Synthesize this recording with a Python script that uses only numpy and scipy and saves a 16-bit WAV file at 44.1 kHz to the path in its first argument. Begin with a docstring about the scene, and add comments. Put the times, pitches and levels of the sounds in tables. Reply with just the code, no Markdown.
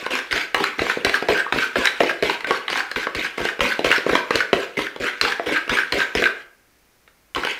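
"""A small hard kitchen: a fork-like whisk beats eggs and sugar in a tilted plastic bowl, about four
strokes a second, then a pause and one last stroke. Drags are noise bursts through grit colour and bowl
modes, with egg splashes as short chirps; knocks ring wall, rim and floor; the counter thumps as low modes.
Sparse decaying echoes answer over a faint noise hiss with thin steady whistles."""
import sys
import numpy as np
from scipy import signal
from scipy.fft import rfft, irfft
from scipy.io import wavfile
from scipy.ndimage import uniform_filter1d

SR = 44100
rng = np.random.default_rng(int(sys.argv[2]) if len(sys.argv) > 2 else 0)


def persist_wave(psi):
    """Save psi, clipped to +-1, as 16-bit WAV."""
    counts = np.round(np.clip(psi, -1, 1) * 32767).astype(np.int16)
    wavfile.write(sys.argv[1], SR, np.atleast_2d(counts).T)


N = 334719  # samples

# modes of the bowl's parts: (frequency [Hz], relative level [dB], nominal t60 [s])
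WALL_MODES = [(253.4, -47.5, 0.01), (346.7, -5.5, 0.12), (384.3, -4, 0.039), (503.5, 17.5, 0.017),
              (489, 25, 0.0095), (680, 8, 0.036)]
RIM_MODES = [(832.6, -0.5, 0.016), (983.5, -0.1, 0.017), (1104, -3.4, 0.026), (1327, -2.6, 0.02)]
FLOOR_MODES = [(1500, -11, 0.035), (1554, -6.5, 0.094), (1629, 5.5, 0.018), (1647, -9, 0.0054),
               (1834, -20.5, 0.067)]
# colour of metal rubbing plastic: (frequency [Hz], relative density [dB per Hz])
GRIT_COLOUR = [(700, -27.5), (1200, -9.5), (1600, -2), (2100, 1.5), (2660, -4), (3000, -7), (3400, -9),
               (4220, -13.5), (6500, -23), (10500, -31), (15400, -36.5), (15900, -60.5)]


def gain_of(db):
    """Decibels to amplitude."""
    return 10 ** (np.asarray(db) / 20)


def evened(x):
    """Scales to rms 1."""
    return x / np.sqrt(np.mean(x ** 2) + 1e-20)


def read(points, hz):
    """Interpolates a curve on a log-frequency axis."""
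    point_hz, value = np.transpose(points)
    return np.interp(np.log(hz + 1), np.log(point_hz + 1), value)


def add(mix, start_s, sound):
    """Mixes a sound in at a time."""
    part = mix[..., round(start_s * SR):][..., :sound.shape[-1]]
    part += sound[..., :part.shape[-1]]


def ring(modes, spread_db=0., low_hz=247.0, linger=1., size=6000):
    """Tap response: decaying sines reweighted by the touched spot; a high-pass limits the radiated bass."""
    hz, db, t60_s = np.transpose(modes)[:, :, None]
    t = np.arange(size) / SR
    spot_db = spread_db * rng.standard_normal(hz.shape)
    side = rng.choice([-1, 1], hz.shape) if spread_db else 1  # a spot lies on either side of each node
    envelope = gain_of(db + spot_db - 60 * t / (linger * t60_s))
    motion = (side * envelope * np.sin(2 * np.pi * hz * t)).sum(0)
    return signal.lfilter(*signal.butter(2, low_hz, "high", fs=SR), motion)


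def tick():
    """Minimum-phase click: the grit colour released as early as causality allows."""
    colour_db = np.maximum(read(GRIT_COLOUR, np.fft.rfftfreq(4096, 1 / SR)), -100)
    half = np.log(gain_of(colour_db))
    log_gain = np.r_[half, half[-2:0:-1]]
    phase = -signal.hilbert(log_gain).imag
    return np.fft.ifft(np.exp(log_gain + 1j * phase)).real[:2048]


def scraping():
    """Sugar grains crack under the tines over a wet rub; the same force shakes each part of the bowl."""
    # (landing time [s], drag [s], grit level at landing, halfway and lift [dB],
    #  drive of wall and rim going in and of floor coming round, relative to grit [dB])
    strokes = [(0.0, 0.066, -35, -40.5, -38, 5.5, -4, 2), (.105, 0.086, -29, -30.5, -31, 1, -5, 4),
               (0.312, 0.13, -29.5, -27.5, -35.5, -8, -7, -2.5), (.546, 0.13, -42.5, -33, -31, 7.5, 11, -4),
               (.782, 0.14, -36.5, -32, -28.5, 2, -1.5, 1),
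               (1.047, 0.12, -24, -34.5, -29, -3.5, -10.5, 4.5), (1.285, 0.12, -28.5, -28.5, -32, 3, -1, 8),
               (1.524, .13, -35, -29, -29.5, 2.5, -5.5, 3.5), (1.757, 0.11, -30.5, -32, -27, 5.5, -1.5, 4),
               (2.002, 0.1, -30.5, -34, -30.5, 3.5, -5, -10), (2.225, 0.12, -31, -29.5, -33, -4, -5, 2.5),
               (2.468, 0.1, -38.5, -31.5, -32.5, 5.5, -2, 1),
               (2.69, 0.11, -36, -32.5, -31, -3.5, -3.5, 7.5),
               (2.959, 0.082, -29.5, -32.5, -33.5, -1.5, -3, 5),
               (3.15, 0.11, -32.5, -31, -31.5, 2.5, -3.5, 5), (3.375, 0.13, -38.5, -31.5, -35, 0.5, -1, -6),
               (3.607, 0.12, -26, -28, -28.5, 2.5, -1.5, 3.5),
               (3.844, 0.12, -24.5, -30.5, -26.5, 4, -2.5, 0),
               (4.068, .12, -40.5, -30.5, -30.5, 11, 1, 5.5), (4.31, .11, -40.5, -28.5, -34, 4, -4.5, -3),
               (4.532, .11, -31.5, -35.5, -36, 7.5, -7, 7), (4.77, 0.096, -31.5, -32, -38, 1.5, 0.5, 2.5),
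               (5.0, 0.087, -37, -29.5, -31, 3, -5, 2.5), (5.216, 0.11, -31, -29.5, -30, 2, -1, -4),
               (5.46, 0.12, -35, -29.5, -32.5, 1.5, -3.5, 7.5),
               (5.693, 0.11, -29, -29.5, -30.5, -3.5, -3.5, 4.5),
               (5.922, 0.11, -31.5, -28.5, -31, 4.5, -8, 4),
               (6.153, 0.12, -31.5, -28.5, -33.5, 3, -4.5, -5), (7.358, 0.16, -33, -38.5, -30, 2.5, 6, -7)]
    t, drive = np.arange(N) / SR, np.zeros((4, N))
    for landing_s, *row in strokes:
        add(drive, landing_s, stroke(*row))

    cracks_per_s, crunch_s = 700, 0.00047
    grain_db = 3.0 * np.minimum(rng.exponential(1, N), 5)
    grains = gain_of(grain_db) * (rng.random(N) < cracks_per_s / SR)
    puffs = signal.oaconvolve(grains, np.exp(-t[:400] / crunch_s))[:N]
    chatter = gain_of(1.3 * evened(uniform_filter1d(rng.standard_normal(N), 350)))  # the tines skip
    wet_rub = 2.6
    force = evened(chatter * (wet_rub + evened(puffs)) * rng.standard_normal(N))

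    bodies = [tick(), ring(WALL_MODES), ring(RIM_MODES, low_hz=700.0), ring(FLOOR_MODES, low_hz=980.0)]
    rub = np.zeros(N)
    for gain, body in zip(drive, bodies):
        rub += signal.oaconvolve(force * gain, body / np.linalg.norm(body))[:N]
    return sloshed(rub, patchy_db=4.0) + gain_of(-3.0) * splashes(drive[0])


def stroke(drag_s, land_db, half_db, lift_db, wall_db, rim_db, floor_db):
    """Drive of grit, wall, rim and floor as the tines drag from wall to floor, lift and trail off."""
    trail_s, lift_fade_s, lift_drop_db = 0.17, 0.024, -16
    turn, turn_width = 0.63, 0.21  # passage from wall to floor, share of the drag
    wall_late_db, rim_late_db, floor_early_db = -13, -10, -7.5  # parts that are not touched
    wall_trail_db, floor_trail_db = 2, -8  # egg slides back off the wall, settles on the floor and damps it

    t = np.arange(0, drag_s + trail_s, 1 / SR)
    lifted = 1 - np.exp(-np.maximum(t - drag_s, 0) / lift_fade_s)
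    turned = .5 + .5 * np.tanh((t / drag_s - turn) / turn_width)
    grit_db = np.interp(t, [0, drag_s / 2, drag_s], [land_db, half_db, lift_db])
    grit_db = grit_db + lift_drop_db * lifted
    wall_db = wall_db + (wall_late_db - wall_db) * turned + wall_trail_db * lifted
    rim_db = rim_db + (rim_late_db - rim_db) * turned
    floor_db = floor_early_db + (floor_db - floor_early_db) * turned + floor_trail_db * lifted
    ending = np.minimum((t[-1] - t) / .03, 1)
    return ending * gain_of(grit_db + np.array([0 * t, wall_db, rim_db, floor_db]))


def sloshed(x, patchy_db):
    """Egg slides over the wall and damps now one range of pitches, now another."""
    z = signal.stft(x, nperseg=512, noverlap=384)[2]
    patches = rng.standard_normal(z.shape[::-1]).T
    patches = uniform_filter1d(patches, size=6, axis=0)  # across pitch
    patches = evened(uniform_filter1d(patches, size=9, axis=1))  # across time
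    return signal.istft(z * gain_of(patchy_db * patches), nperseg=512, noverlap=384)[1][:N]


def splashes(level):
    """Small slaps and bubbles in the egg, each a few cycles at its own rising pitch."""
    splashes_per_s, pitches = 1400, 24
    size_db = 4.5 * np.minimum(rng.exponential(1, N), 4)
    size = level * gain_of(size_db) * (rng.random(N) < splashes_per_s / SR)
    kind, out = rng.integers(0, pitches, N), np.zeros(N)
    for k, hz in enumerate(np.geomspace(1000., 7000., pitches)):
        cycles = np.arange(0, 24, hz / SR)
        rising = np.sin(2 * np.pi * cycles * (1 + 0.0076 * cycles))
        grain = cycles * np.exp(-cycles / 1.9) * rising
        weight = gain_of(read(GRIT_COLOUR, hz)) * np.sqrt(hz)
        out += signal.oaconvolve(size * (kind == k), weight * grain / np.linalg.norm(grain))[:N]
    return out * np.linalg.norm(level) / np.linalg.norm(out)


def hush():
    """Steady hiss as coloured noise, with thin high whistles whose phase wavers slightly."""
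    # (frequency [Hz], relative density [dB per Hz]); the last row ends the band
    hiss_colour = [(25, 0), (48, 8), (90, -2), (350, -3), (900, -7), (2300, -7), (3300, -13), (6200, -13),
                   (7200, -16), (15650, -17.5)]
    # (frequency [Hz], relative level [dB])
    whistles = [(8726, -87), (9911, -84), (12236, -85), (13421, -78), (14729, -86)]
    hz, t = np.fft.rfftfreq(N, 1 / SR), np.arange(N) / SR
    colour = gain_of(read(hiss_colour, hz)) * (hz < hiss_colour[-1][0])
    hiss = irfft(rfft(rng.standard_normal(N)) * colour, N)
    out = gain_of(-58.5) * evened(hiss)
    for whistle_hz, db in whistles:
        drift_rad = 1.2 * evened(uniform_filter1d(rng.standard_normal(N), 900))
        out = out + np.sqrt(2) * gain_of(db) * np.sin(2 * np.pi * whistle_hz * t + drift_rad)
    return out


def kitchen(x):
    """The room's echo: a steady crossfade among four random echo patterns keeps its colour changing."""
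    turn_hz = 2.3
    turn = 2 * np.pi * turn_hz * np.arange(N) / SR
    out = np.zeros(N)
    for k in range(4):
        share = np.maximum(np.cos(turn / 2 - k * np.pi / 2), 0)
        out += signal.fftconvolve(x * share, echoes())[:N]
    return out


def echoes():
    """Sparse taps of random sign, one in every 20 samples, each band dying at its own speed."""
    # decay of the room: (frequency [Hz], t60 [s])
    room_decay = [(200, 0.35), (530, 0.51), (1390, 0.47), (3680, 0.33), (9700, 0.32)]
    taps = np.zeros(SR)
    at = np.arange(260, SR - 20, 20)
    taps[at + rng.integers(0, 20, len(at))] = rng.choice([-1., 1.], len(at))
    hz, t, z = signal.stft(taps, SR, nperseg=256)
    decay = gain_of(-60 * t / read(room_decay, hz)[:, None])
    tail = signal.istft(z * decay, SR, nperseg=256)[1]
    return tail / np.linalg.norm(tail)


def knocks():
    """Each blow is a short rattle of the tines, then the parts of the bowl ring out."""
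    # (time [s], click level [dB], wall, rim and floor levels relative to the click [dB])
    blows = [(0.0636, -21, 4, 2.5, 1.5), (0.1088, -19.5, -6, -10.5, -21), (0.153, -13.5, -11.5, -5, -31),
             (0.188, -23, -17, -9, 6), (0.311, -14, -13.5, -41, -36), (0.3268, -7.5, -21.5, -14.5, -51),
             (0.378, -8.5, -20, -20, -27), (0.3602, -16.5, -1.5, -22, -38.5),
             (0.5454, -7.5, -6, -4.5, -11.5), (0.6011, -21, -11.5, -3, -3), (0.6399, -9.5, -42, -42, 1),
             (0.7926, -11, -8, -5, -8.5), (0.8182, -15.5, 8, -8, -10.5), (0.867, -30, -23, 14, -19),
             (0.8972, -18, -9, -8, 10.5), (0.9719, -34.5, 24.5, 9, -15), (1.0485, -3, -5, -24, -16),
             (1.0655, -18.5, -3, 2, -10), (1.0951, -11, -6, -9, -14), (1.1414, -13, -42, -22.5, 5.5),
             (1.2244, -20.5, 10, -1, -13), (1.286, -16, 10, 2.5, -11), (1.4624, -33.5, 2, 16.5, -23),
             (1.5242, -7, -5, -5.5, -7.5), (1.5602, -28.5, 17.5, 4, -35), (1.5856, -17, -5, -19.5, 6),
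             (1.7567, -14, -3.5, -2, 0), (1.8551, -7, -34, -11, -0.5), (1.872, -3, -41, -23, -15),
             (2.0048, -9.5, 4.5, -2, -7.5), (2.034, -17, 8, -1, -5), (2.0935, -26, -24, -18, 16.5),
             (2.1097, -24, 9, -20, 9), (2.2251, -10.5, 4.5, -12, -33), (2.2341, -14, -0.5, -25, -3.5),
             (2.297, -14, -31, 3, -12), (2.407, -21, -29, -10.5, -11), (2.445, -16, -9, -7, -3),
             (2.472, -20, -21.5, -8, -4), (2.5086, -11.5, 4.5, 5, -3), (2.6809, -12, -22, -10, -30),
             (2.7011, -13.5, -11, -9, -16), (2.7286, -16.5, -2, -5.5, -16), (2.7568, -16, -24, 0, -27),
             (2.774, -19.5, -5.5, -4, 2.5), (2.8033, -29, -10, -22, 18), (2.9147, -19.5, -7.5, -14, 3),
             (2.9602, -13.5, -21, -9.5, -7), (3.044, -25.5, -20, -11, 3.5), (3.0692, -21, 7.5, 8, -25),
             (3.1494, -15, -6, -14.5, -22), (3.2455, -21.5, -43, -8, 5), (3.3802, -20.5, 5.5, -3, -23.5),
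             (3.4029, -27, 11, -3, -10.5), (3.4527, -14.5, 3.5, -8, 0.5), (3.4873, -19, -35, -25, 6),
             (3.494, -25, -26.5, -18.5, 7.5), (3.593, -22.5, 7.5, -2.5, -6), (3.6065, -4.5, -17, -7, -24.5),
             (3.6513, -19, -23, 1, -3.5), (3.7922, -18, 10, 4, -28), (3.8461, -16.5, 6.5, 0, -13.5),
             (3.905, -16.5, 4, -19.5, 0.5), (3.9148, -4.5, -14.5, -17.5, -12.5),
             (3.925, -17, -22, -14.5, 12.5), (3.981, -15.5, 0.5, -16, -17), (4.0643, -23, 18, 2, -7.5),
             (4.095, -27, 12.5, 14.5, 14.5), (4.1312, -28, 22.5, -3, 13), (4.153, -7.5, 0.5, 0.5, -33.5),
             (4.3072, -11.5, 5.5, 1.5, 1.5), (4.3562, -6, -3, -32.5, -28.5), (4.4041, -11, -28, -44, 3),
             (4.5304, -5.5, 7, -6.5, -13), (4.7896, -20.5, 7, 0, -3), (4.8674, -22, -37, -25, 3),
             (4.962, -24.5, 3, -1.5, -18), (5.213, -2, -30, -25, -36.5), (5.2505, -18.5, -33, 3, 3),
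             (5.3208, -22, -33, -34, 11), (5.396, -23, 12, 4, -43), (5.4677, -24, -29, 0, -2),
             (5.4899, -24.5, -1, 4.5, -0.5), (5.678, -24, 1.5, -11, -11), (5.695, -12, -9, -8, -4.5),
             (5.728, -36, 22.5, 1, -18.5), (5.7705, -16, -34, -21, 6), (5.786, -17, -26, -21, 10),
             (5.9235, -8, -18, -11.5, -28), (6.003, -14, -11.5, -24.5, 2), (6.014, -18, -23, -18, 7.5),
             (6.1515, -12.5, 3.5, -13, -31.5), (6.2213, -23.5, 14, -32, 12.5),
             (6.2398, -7, -32, -35, -10.5), (6.2565, -10.5, -35, -36, 5), (6.2728, -26.5, -2.5, -24, 14),
             (7.0773, -39, -9, -13, -2), (7.349, -14.5, -18, -37, -15), (7.3604, -20.5, -20, 0, -1),
             (7.434, -25, -14, 3, 10), (7.4497, -15, 1.5, -8, -8), (7.4702, -17, -29, -2.5, 2)]
    # modes of the tines: (frequency [Hz], relative level [dB], t60 [s])
    tine_modes = [(2933, 10, 0.01), (4056, 1, 0.011), (3998, 8.5, 0.0073), (5150, -1, 0.0069),
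                  (5730, -32, 0.031)]
    crests_db = (4, 0, 3.5, 2.5)  # click, wall, rim, floor
    out, click, t = np.zeros(N), tick(), np.arange(600) / SR
    for start_s, click_db, *parts_db in blows:
        give_s = 0.00014 * gain_of(0.18 * parts_db[0])  # blows cushioned by egg are duller and last longer
        push = (t / give_s) ** 3 * np.exp(-t / give_s)
        rattle = rng.standard_normal(len(t)) * np.exp(-t / 0.0025)
        rattle[0] += 4.5  # extra weight on the first tine's landing
        skid = rng.standard_normal(len(t)) * t * np.exp(-t / 0.0015)  # the tines slide on after landing

        tines = ring(tine_modes, spread_db=6.0, low_hz=1953.0, size=len(click))
        clink = evened(click) + 0.56 * evened(tines)
        wall = ring(WALL_MODES, spread_db=3.0, linger=1.52)
        rim = ring(RIM_MODES, spread_db=1.0, low_hz=584.0, linger=0.81)
        floor = ring(FLOOR_MODES, spread_db=4.5, low_hz=1190.0, linger=0.64)
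        pairs = [(rattle, clink), (push, wall), (rattle, rim), (skid, floor)]
        for (force, body), db, crest_db in zip(pairs, [0] + parts_db, crests_db):
            sound = np.convolve(force, body)
            add(out, start_s, gain_of(click_db + db + crest_db) * sound / abs(sound).max())
    return out


def counter():
    """The bowl bumps the counter: low modes under a push that swells over a few milliseconds."""
    # (time [s], level [dB])
    bumps = [(0.109, -46), (0.328, -30), (0.558, -40), (0.797, -25.5), (1.059, -26), (1.288, -27.5),
             (1.531, -32), (1.77, -30.5), (2.009, -39), (2.23, -33), (2.509, -42.5), (2.7, -47),
             (2.959, -34), (3.157, -28), (3.4, -31.5), (3.609, -26), (3.848, -31), (4.099, -30),
             (4.347, -27.5), (4.531, -31), (4.789, -39), (4.999, -35), (5.218, -34.5), (5.468, -36),
             (5.698, -29), (5.929, -30), (6.159, -26), (7.359, -34)]
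    # modes of the counter: (frequency [Hz], relative level [dB], t60 [s])
    counter_modes = [(48, 9.5, .12), (69, 3.5, 0.16), (116.3, 10.5, 0.083), (180, -5.5, .07)]
    out = np.zeros(N)
    for start_s, db in bumps:
        body = ring(counter_modes, spread_db=1.5, low_hz=41.6, size=9000)
        thump = np.convolve(np.hanning(300), body)
        add(out, start_s, gain_of(db) * thump / abs(thump).max())
    return out


def scene():
    """Whisk and bowl close by, the kitchen behind them."""
    bowl = gain_of(2.5) * scraping() + knocks()
    return (bowl + counter() + gain_of(-7.0) * kitchen(bowl) + hush())[None]


def record(dry):
    """The loudest blows meet a soft ceiling; then a low-pass limits the band."""
    edge_hz = 16800
    soft = 1.214 * np.tanh(dry / 1.397)
    low_pass = signal.firwin(511, edge_hz, window=("kaiser", 9), fs=SR)
    return signal.oaconvolve(soft, low_pass[None], "same")


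dry = scene()
out = record(dry)
persist_wave(out)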